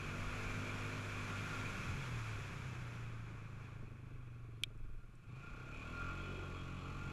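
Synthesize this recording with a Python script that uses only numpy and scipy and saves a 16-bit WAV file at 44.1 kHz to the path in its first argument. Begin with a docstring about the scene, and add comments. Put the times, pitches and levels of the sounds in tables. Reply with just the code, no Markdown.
"""Grassy trail and lane, from the helmet of a rider on a single-cylinder four-stroke quad. It pulls along,
coasts down almost to idle at a junction and accelerates onto the lane. Firing orders and chuffs make
the exhaust, blows ringing metal modes the clatter and cover, gear multiples the whine, shaped noise the
tyres, wind and chassis, and filtered impulses the ruts, the grit and one hard click on the camera housing."""
import sys
import numpy as np
from scipy import signal
from scipy.fft import rfft, irfft, next_fast_len
from scipy.io import wavfile
from scipy.ndimage import map_coordinates

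SR = 44100
rng = np.random.default_rng(int(sys.argv[2]) if len(sys.argv) > 2 else 0)


def materialize(psi):
    """Save the field psi as 16-bit PCM at rate SR to the path in sys.argv[1].

    A 1-D psi becomes a single channel; in a 2-D psi each row is a channel.
    """
    bounded = np.clip(np.atleast_2d(psi).T, -1, 1)
    quanta = np.round(bounded * 32767).astype(np.int16)
    wavfile.write(sys.argv[1], SR, quanta)


N = 313992

# Rush of the ride. Each row: time in seconds, base treble level in dB.
RUSH_LEVEL = [(0.0, -64), (0.44, -62), (1.23, -62.5), (1.49, -60.5), (2.38, -64.5), (3.01, -71.5),
              (3.19, -75), (3.49, -77.5), (3.96, -84), (4.96, -89.5), (5.28, -85), (5.37, -77),
              (5.51, -75.5), (5.63, -74.5), (5.95, -69), (6.09, -70), (6.74, -71), (7.12, -68.5)]
# Ground under the wheels. Each row: time in seconds, share of bare ground rather than grass (0-1).
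BARE_GROUND = [(3.5, 0.02), (5.4, 0.76)]
CRUISE_RATE = 50  # firings per second at cruising speed
METAL_TOP_HZ = 5200  # the engine's metal parts ring little above this


def amp(db):
    """Decibels to gain."""
    return 10 ** (np.asarray(db) / 20)


def unit(x):
    """x at rms 1."""
    return x / np.sqrt(np.mean(x ** 2) + 1e-20)


def curves(rows):
    """One value per sample for each column after the time."""
    s, *cols = np.transpose(rows)
    return [np.interp(np.arange(N) / SR, s, c) for c in cols]


def wobble(rate):
    """A smooth random curve, rate knots a second."""
    knots = rng.standard_normal(int(N * rate / SR) + 4)
    return map_coordinates(knots, [np.arange(N) * rate / SR])


def swells(rows):
    """Decibels gained in bell-shaped (seconds, half length in seconds, dB) swells."""
    t = np.arange(N) / SR
    return sum(db * np.exp(-((t - s) / half) ** 2) for s, half, db in rows)


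def noise():
    """White noise."""
    return rng.standard_normal(N)


def blend(a, b, share):
    """Equal-power mix with a share of b."""
    share = np.clip(share, 0, 1)
    return np.sqrt(1 - share) * a + np.sqrt(share) * b


def filtered(x, response):
    """x times a complex response of frequency."""
    m = next_fast_len(N + SR // 2)
    return irfft(rfft(x, m) * response(np.fft.rfftfreq(m, 1 / SR)), m)[:N]


def coloured(x, points):
    """x through a causal filter with the (Hz, dB) shape, at rms 1."""
    size = 16384
    f, db = np.transpose(points)
    hz = np.fft.rfftfreq(size, 1 / SR)
    log_gain = np.log(amp(np.interp(np.log(hz + 1), np.log(f), db)))
    # folding the cepstrum forward in time gives the minimum-phase filter
    cepstrum = irfft(log_gain)[:size // 2]
    cepstrum[1:] *= 2
    impulse_response = irfft(np.exp(rfft(cepstrum, size)))
    return unit(signal.fftconvolve(x, impulse_response)[:N])


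def resonances(modes, hz):
    """Complex response of (Hz, width in Hz, dB) modes, alternating in sign."""
    return sum((-1) ** k * amp(db) * 1j * hz * width / (centre * centre - hz * hz + 1j * hz * width)
               for k, (centre, width, db) in enumerate(modes))


def ringing(drive, modes, top_hz):
    """The modes' answer to a drive that is softened above top_hz, at rms 1."""
    return unit(filtered(drive, lambda hz: resonances(modes, hz) / (1 + 1j * hz / top_hz) ** 2))


def rattling(drive, modes):
    """Loose metal: every mode swells and fades on its own, at rms 1."""
    flutter_db, flutter_rate = 3, 18  # depth in dB, knots per second
    parts = (amp(db + flutter_db * wobble(flutter_rate)) * ringing(drive, [(hz, width, 0)], METAL_TOP_HZ)
             for hz, width, db in modes)
    return unit(sum(parts))


def pulses(times, sizes):
    """Impulses placed between samples by a windowed sinc."""
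    at = np.clip(np.ravel(times) * SR, 0, N + 1)
    index = at.astype(int)[:, None] + np.arange(-7, 9)
    offset = index - at[:, None]
    taps = np.sinc(offset) * np.sinc(offset / 8) * np.ravel(sizes)[:, None]
    return np.bincount(np.clip(index, 0, N).ravel(), taps.ravel(), N + 1)[:N]


def blows(cycle, angles, scatter_db, jitter):
    """Blows at the same points of every engine cycle, uneven in size and time (jitter in s), at even power."""
    due = np.arange(int(cycle[-1]) + 1)[:, None] + angles
    times = np.interp(due, cycle, np.arange(N) / SR, right=N) + jitter * rng.standard_normal(due.shape)
    signs = rng.choice([-1, 1], len(angles))
    sizes = signs * amp(scatter_db * rng.standard_normal(due.shape))
    # denser blows at high revs are turned down
    return unit(pulses(times, sizes) / np.sqrt(np.gradient(cycle)))


def gas(cycle, depth_db):
    """Noise that swells once in every engine cycle."""
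    return unit(noise() * amp(depth_db * np.cos(2 * np.pi * cycle)))


def effort(law, rate, throttle):
    """An engine layer's dB: louder with speed and with throttle."""
    db, per_octave_db, shut_db = law
    return db + per_octave_db * np.log2(rate / CRUISE_RATE) - shut_db * (1 - throttle)


def boom(rate, cycle, throttle, count=20):
    """Firing orders slide through the pipe's fixed tone; its phase lag shapes them into a ringing puff per cycle."""
    # Boom tone under load and coasting. Each row: pitch in Hz, base level in dB of a firing order there.
    pull_tone = [(28, -49), (44, -48.5), (51, -63.5), (70, -49), (90, -48.5), (102, -49), (112, -51.5),
                 (135, -51), (152, -58), (180, -56.5), (200, -61), (222, -69), (237, -54), (253, -53.5),
                 (264, -53.5), (275, -65), (302, -75), (318, -59.5), (355, -64.5), (405, -68), (455, -65),
                 (500, -67.5), (550, -72), (610, -64.5), (650, -69.5), (700, -73), (740, -76), (820, -78.5),
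                 (1000, -89)]
    coast_tone = [(30, -67), (55, -63), (75, -61), (90, -59), (105, -48), (118, -47), (131, -51),
                  (140, -62), (150, -73), (170, -76), (400, -76.5), (700, -98)]
    # Turn from coasting to pulling tone. Each row: throttle (0-1), share of the pulling tone (0-1).
    pull_share = [(.5, 0.037), (.85, 0.96)]
    # Coasting, the boom dies away towards idle. Each row: firings per second, dB gained.
    coast_fade = [(19.5, -16.5), (21.2, -11), (22.8, -4.5), (26, -6), (29.5, 0), (40, 5), (44, -0.5)]
    # Ring of the pipe, used for its phase. Each row: pitch in Hz, width in Hz, level in dB.
    pipe_mode = [(129.2, 5.6, 0)]
    # Tone of the pipe's bark, passed twice. Each row: pitch in Hz, width in Hz, level in dB per pass.
    bark_tone = [(133.7, 19, -2)]
    # Uneven firing as the throttle closes. Each row: time in seconds, half length in seconds, added dB of unevenness.
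    stumbles = [(1.9, 0.18, 3.5), (2.45, 0.2, 2)]
    # Higher firing orders waver more. Each row: pitch in Hz, depth in dB.
    waver = [(200, 0), (450, 2.2)]
    pull_db_per_octave = 18.5
    smear_hz = 105  # higher orders are delayed more: one radian of lag at this pitch
    # the throttle snaps open and the pipe barks; the level is ahead of the rise and the bark tone
    bark_s, bark_rise_s, bark_db, bark_fade_db_per_s = 5.275, .012, -46, 16

    pull = np.clip(np.interp(throttle, *np.transpose(pull_share)), 0, 1)
    pull_db = pull_db_per_octave * np.log2(rate / CRUISE_RATE)
    idle_db = np.interp(rate, *np.transpose(coast_fade))
    age = np.maximum(np.arange(N) / SR - bark_s, 0)
    bark = amp(bark_db - bark_fade_db_per_s * age) * (1 - np.exp(-age / bark_rise_s))
    unevenness = .25 + .6 * pull + swells(stumbles)
    out = np.zeros(N)
    for k in range(1, count + 1):
        hz = k * rate
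        pulling = np.interp(hz, *np.transpose(pull_tone)) + pull_db
        coasting = np.interp(hz, *np.transpose(coast_tone)) + idle_db
        steady = amp(pull * pulling + (1 - pull) * coasting)
        size = np.hypot(steady, bark * np.abs(resonances(bark_tone, hz)) ** 2)
        lag = np.angle(resonances(pipe_mode, hz)) - (hz / smear_hz) ** 2
        uneven_db = unevenness * wobble(22) + np.interp(hz, *np.transpose(waver)) * wobble(9)
        out += size * amp(uneven_db) * np.sqrt(2) * np.cos(2 * np.pi * k * cycle + lag)
    return out


def silencer(hz):
    """Each chamber smears a pulse into echoes without colouring it."""
    # Silencer chambers. Each row: round trip in seconds, reflection (0-1).
    chambers = [(.0023, 0.26), (.0075, 0.6)]
    response = 1
    for trip, reflection in chambers:
        echo = np.exp(-2j * np.pi * hz * trip)
        back = np.clip(reflection, 0, .9)
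        response = response * (echo - back) / (1 - back * echo)  # all-pass
    return response


def rasp(cycle, rate, db):
    """Each firing chuffs: an uneven pulse through the silencer and a dying puff of gas, more gas at high revs."""
    # Spectrum of the chuffs. Each row: pitch in Hz, relative level in dB per Hz.
    rasp_tone = [(120, -39.5), (200, 0), (260, 6), (315, 3.5), (360, -0.5), (435, 0), (525, -5.5),
                 (612, -9), (760, -13.5), (1000, -18), (2500, -61)]
    # Chuffs weaken near idle. Each row: firings per second, dB gained.
    chuff_fade = [(19.3, -4), (21, 0.5)]
    puff_s = 0.014  # decay of the gas after each firing
    firing = filtered(blows(cycle, np.zeros(1), scatter_db=1, jitter=.0006), silencer)
    since_firing = (cycle % 1) / rate
    puffs = unit(noise() * np.exp(-since_firing / puff_s))
    idle_db = np.interp(rate, *np.transpose(chuff_fade))
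    gassy = np.interp(rate, [25, 45], [.25, .8])
    return amp(db + idle_db) * coloured(blend(firing, puffs, share=gassy), rasp_tone)


def clatter(cycle, throttle, db, fins_db):
    """Valve gear and gear teeth strike all round the cycle; case, gearbox and cooling fins ring along."""
    # Spectrum of the engine body. Each row: pitch in Hz, relative level in dB per Hz.
    engine_tone = [(400, -34.5), (680, -11), (865, -11), (985, -24), (1075, -1.5), (1300, -2.5),
                   (1500, -5.5), (1660, -19), (2170, -19.5), (2330, -4), (2560, -3.5), (2760, -14),
                   (3080, -22), (4100, -24.5), (5500, -67.5)]
    # Modes of case, gearbox growl and fins. Each row: pitch in Hz, width in Hz, relative level in dB.
    case_modes = [(2006, 43, -5), (2983, 37, 2.5), (3273, 33, 3), (3344, 85, 1), (4184, 83, -2.5)]
    growl_modes = [(1115, 58, 1.5), (1298, 102, 3.5), (1350, 50, -2.5)]
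    fin_modes = [(2375, 28, 0), (2450, 44, 3), (2546, 60, -2.5)]
    # The case buzzes under load, the gears growl as they take up load, the fins rattle in bursts.
    # Each row: time in seconds, half length in seconds, dB gained.
    buzzes = [(5.6, .2, -1), (6.25, 0.31, 2.5), (6.72, 0.18, 3)]
    growls = [(.25, 0.027, 9), (5.52, 0.056, 9.5), (6.12, 0.17, 10), (6.57, 0.026, 11.5),
              (6.92, 0.21, 11.5)]
    rattles = [(.08, 0.038, 6), (.43, 0.11, 4), (1.19, 0.024, 11.5), (1.68, 0.069, 3), (3.64, 0.038, 16.5),
               (5.33, 0.037, 2), (5.52, 0.08, 5), (5.78, 0.07, 8.5), (5.93, 0.058, 3), (6.16, 0.063, 1),
               (6.75, 0.23, -14)]
    case_db, growl_db = -12, -8.5  # against the engine body, before the swells
    teeth = blows(cycle, rng.random(size=32), scatter_db=4.0, jitter=.00004)
    strikes = blend(teeth, gas(cycle, depth_db=1.5), share=.7 - .42 * throttle)
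    body = coloured(strikes, engine_tone)
    case = amp(case_db + swells(buzzes)) * rattling(strikes, case_modes)
    growl = amp(growl_db + swells(growls)) * ringing(strikes, growl_modes, METAL_TOP_HZ)
    fins = amp(fins_db + swells(rattles)) * rattling(strikes, fin_modes)
    return amp(db + 0.78 * wobble(8)) * (body + case + growl) + fins


def cover(cycle, db):
    """Each firing knocks a thin cover, which sings out when a multiple of the firing rate meets its pitch."""
    # Ring of the cover. Each row: pitch in Hz, width in Hz, relative level in dB.
    cover_mode = [(1398.4, 19, 0)]
    # The ring surges. Each row: time in seconds, half length in seconds, dB gained.
    surges = [(.11, 0.026, 4), (.45, 0.044, 2), (1.6, 0.33, 7.5), (5.02, 0.032, 11), (5.47, 0.035, 7),
              (5.58, 0.089, 9.5), (5.72, 0.045, 11), (5.86, 0.021, 7.5), (6.018, .008, 4),
              (6.04, 0.14, 12.5), (6.35, 0.12, 4.5), (6.8, .16, -1), (7.09, 0.079, 7)]
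    knock = blows(cycle, np.zeros(1), scatter_db=1.8, jitter=.00007)
    drive = blend(knock, noise(), share=.3)
    return amp(db + swells(surges)) * ringing(drive, cover_mode, METAL_TOP_HZ)


def whine(rate, cycle, db):
    """Meshing gears sing on high multiples of the firing rate; backlash roughens each in strength and phase."""
    # Gear whines. Each row: multiple of the firing rate, relative level in dB ahead of the gearbox.
    gear_multiples = [(19, -6.5), (22, -4.5), (23, -9), (24, 0), (25, -7), (26, -7), (27, -8), (28, -2.5),
                      (29, -7), (30, -14), (31, -9), (33, -4.5), (34, -3)]
    # The gearbox lifts passing whines. Each row: pitch in Hz, width in Hz, level in dB of the added ring.
    gearbox_modes = [(860, 17, 11), (1030, 16, -7)]
    out = np.zeros(N)
    for k, level_db in gear_multiples:
        multiple = round(k)
        lift = 1 + np.abs(resonances(gearbox_modes, multiple * rate))
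        backlash = .4 * wobble(45)  # radians
        out += lift * amp(level_db + 1.5 * wobble(7)) * np.sin(2 * np.pi * multiple * cycle + backlash)
    return amp(db) * out


def rush(cycle):
    """Tyres swish through grass, duller as they slow; on bare ground they yield to the engine's pulsing hiss."""
    # Spectra of the grass swish and the hiss. Each row: pitch in Hz, relative level in dB per Hz.
    grass_tone = [(150, -22), (400, 8.5), (800, 3.5), (950, 7), (1150, 11), (1450, 12.5), (1700, 9.5),
                  (1930, 5.5), (2300, 12), (2600, 9.5), (2760, 4), (3120, 0.5), (3340, 3.5), (3560, -.5),
                  (4600, -5), (7000, -4), (8700, -16.5), (10700, -12.5), (14500, -30)]
    hiss_tone = [(1800, 4), (2600, 14.5), (3100, 10), (3370, 5.5), (3750, 4.5), (4300, 9), (4720, 1),
                 (5050, 1.5), (6200, 1.5), (7400, 3.5), (8500, -10.5), (9900, -8.5), (12500, -12),
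                 (13500, -50), (15000, -62)]
    # Tall grass brushes the quad. Each row: time in seconds, half length in seconds, dB gained.
    brushes = [(2.95, 0.079, 1), (3.68, 0.085, 2.5)]
    # below this pitch the tyres win back this many dB per dB of lost rush
    dull_hz, dull_grows = 2170, 0.31
    db, = curves(RUSH_LEVEL)
    bare, = curves(BARE_GROUND)
    grass = coloured(noise(), grass_tone)
    low = filtered(grass, lambda hz: 1 / (1 + (hz / dull_hz) ** 4))
    grass = grass + (amp(dull_grows * (db.max() - db)) - 1) * low
    tyres = amp(12.0 + swells(brushes) + 0.41 * wobble(39.94)) * grass
    hiss = amp(4.5) * coloured(gas(cycle, depth_db=3.5), hiss_tone)
    return amp(db) * blend(tyres, hiss, share=bare)


def ride():
    """Wind on the microphone and the chassis rumbling over bumps; both grow with the pace."""
    # Spectra of wind and chassis. Each row: pitch in Hz, relative level in dB per Hz.
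    buffet_tone = [(8, -10.5), (20, -2.5), (34, -7), (46, -9), (62, -22), (110, -32.5), (300, -76)]
    chassis_tone = [(40, -35), (70, -7.5), (125, 0.5), (172, 1), (215, -9), (270, -11), (450, -32.5),
                    (1000, -70.5)]
    # Gusts on the microphone, and rough patches that shake the chassis.
    # Each row: time in seconds, half length in seconds, dB gained.
    gusts = [(.29, 0.097, 13.5), (.47, 0.037, 10), (1.8, 0.22, 2), (2.3, 0.07, 5), (4.82, 0.071, 13.5),
             (4.95, 0.063, 11), (5.53, 0.052, 6.5)]
    jolts = [(.6, 0.084, 7), (1.44, 0.13, 6), (1.85, 0.25, 6), (2.68, 0.15, 3.5), (6.37, 0.11, 4),
             (7.04, 0.35, 8)]
    # base dB at full pace, and dB per dB of rush
    wind_base_db, wind_grows = -55, 0.085
    chassis_base_db, chassis_grows = -54, 0.27
    smooth_ground_db = -6.5  # chassis change on fully bare ground
    rush_db, = curves(RUSH_LEVEL)
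    bare, = curves(BARE_GROUND)
    pace_db = rush_db - rush_db.max()
    wind_db = wind_base_db + wind_grows * pace_db + swells(gusts) + wobble(7.7)
    chassis_db = chassis_base_db + chassis_grows * pace_db + smooth_ground_db * bare + swells(jolts)
    wind = amp(wind_db) * coloured(noise(), buffet_tone)
    return wind + amp(chassis_db) * coloured(noise(), chassis_tone)


def microphone_hiss():
    """The microphone's steady noise floor, shaped from white noise."""
    # Spectrum of the hiss. Each row: pitch in Hz, relative level in dB per Hz.
    floor_tone = [(1000, -4), (9000, -4), (12500, -6.5), (14000, -33)]
    return amp(-85) * coloured(noise(), floor_tone)


def struck(contacts, modes, low_hz):
    """Contacts ring the modes, soft ones only the lower; a small body radiates little below low_hz."""
    radiation = signal.butter(2, low_hz, "high", fs=SR, output="sos")
    out = np.zeros(N)
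    for s, db, top_hz in contacts:
        ring = signal.sosfilt(radiation, ringing(pulses([s], [1]), modes, top_hz))
        out += amp(db) * ring / np.abs(ring).max()
    return out


def knocks():
    """Ruts jolt the rack, a hard contact bounces once on the plastic housing and grit ticks faintly."""
    # Wheels dropping into ruts, contacts on the camera housing, grit against the bodywork.
    # Each row: time in seconds, peak in dB (the housing gets 0.5 dB more), brightness in Hz.
    bumps = [(3.825, -49, 200), (3.915, -53.5, 170), (4.703, -57, 900)]
    clicks = [(4.6355, -21.5, 16000), (4.6363, -29, 9000)]
    ticks = [(4.7765, -68, 6000), (5.1525, -67, 9000), (5.156, -65, 9000)]
    # What rings: front rack, camera housing, grit. Each row: pitch in Hz, width in Hz, relative level in dB.
    rack_modes = [(224, 15, 7.5), (338, 35, -5), (422, 25, 3), (630, 40, 0)]
    housing_modes = [(1420, 150, -6), (2370, 130, 7.5), (3065, 160, 12.5), (3290, 137, 13.5),
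                     (3680, 90, 3.5), (4040, 130, -2), (4530, 200, -6), (5040, 140, -11), (5750, 660, -8.5),
                     (7630, 260, -8.5), (9300, 800, -8), (10250, 420, -5.5), (11400, 630, -12)]
    grit_modes = [(5540, 190, -2), (7500, 150, 0), (8130, 190, 0), (9250, 250, -6)]
    rack = struck(bumps, rack_modes, low_hz=200)
    housing = amp(0.5) * struck(clicks, housing_modes, low_hz=1870)
    grit = struck(ticks, grit_modes, low_hz=4000)
    return rack + housing + grit


def intake(cycle):
    """Gulps of air, one per cycle, sound the airbox."""
    # Airbox resonance, passed twice. Each row: pitch in Hz, width in Hz per pass, relative level in dB.
    airbox_mode = [(391, 110, 0)]
    # The airbox honks as the revs peak. Each row: time in seconds, half length in seconds, dB gained.
    honks = [(6.39, 0.34, 32)]
    rest_db = -88
    gulps = blend(blows(cycle, np.full(1, .5), scatter_db=2, jitter=.0006), noise(), share=.6)
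    honk = unit(filtered(gulps, lambda hz: resonances(airbox_mode, hz) ** 2))
    return amp(rest_db + swells(honks)) * honk


def scene():
    """All engine sounds follow one crankshaft and one throttle."""
    # Engine speed. Each row: time in seconds, firings per second.
    speed = [(0, 47), (.13, 47.7), (.27, 49.12), (.43, 49.8), (.92, 51.32), (1.15, 50.3), (1.3, 50),
             (1.58, 51.8), (1.8, 47.92), (1.98, 44.4), (2.1, 40.1), (2.42, 33.3), (2.88, 29.58),
             (3.15, 28.48), (3.55, 26.38), (4.15, 24.9), (4.8, 21.47), (5.25, 19.2), (5.29, 24.8),
             (5.5, 30.05), (5.7, 34.6), (5.9, 40.72), (6.08, 44.82), (6.25, 46.76), (6.4, 45.72),
             (6.55, 44.72), (6.8, 44.9), (7.12, 45.56)]
    # Throttle. Each row: time in seconds, opening (0-1).
    throttle_moves = [(0, 0.81), (.6, 0.93), (1.1, 0.79), (1.6, 0.83), (2.05, 0.56), (2.75, 0.5),
                      (3.05, 0.52), (3.35, 0.4), (4.2, 0), (5.26, 0), (5.36, 0.82), (5.6, 0.83),
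                      (6.1, 0.93), (6.6, 0.82), (7.12, 0.79)]
    # Loudness of each engine layer: base dB at cruising speed and full throttle,
    # dB per octave of speed, dB lost with the throttle shut.
    rasp_law = (-63, 5, 0.49)
    clatter_law = (-55, 10.9, 6.8)
    fins_law = (-59, 11, 13)
    ring_law = (-58.5, 10.2, 11)
    whine_law = (-71, 13, 8.7)
    first_angle = .2  # where the crank starts, as a share of a cycle

    rate, = curves(speed)
    throttle, = curves(throttle_moves)
    cycle = first_angle + np.cumsum(rate) / SR
    laws = rasp_law, clatter_law, fins_law, ring_law, whine_law
    rasp_db, clatter_db, fins_db, ring_db, whine_db = (effort(law, rate, throttle) for law in laws)
    exhaust = boom(rate, cycle, throttle) + rasp(cycle, rate, rasp_db)
    metal = clatter(cycle, throttle, clatter_db, fins_db) + cover(cycle, ring_db) + whine(rate, cycle, whine_db)
    surroundings = rush(cycle) + ride() + microphone_hiss() + knocks()
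    return (exhaust + metal + surroundings + intake(cycle))[None]


def record(dry):
    """The camera keeps nothing above its band limit."""
    top_hz = 15250
    return filtered(dry[0], lambda hz: hz < top_hz)[None]


dry = scene()
out = record(dry)
materialize(out)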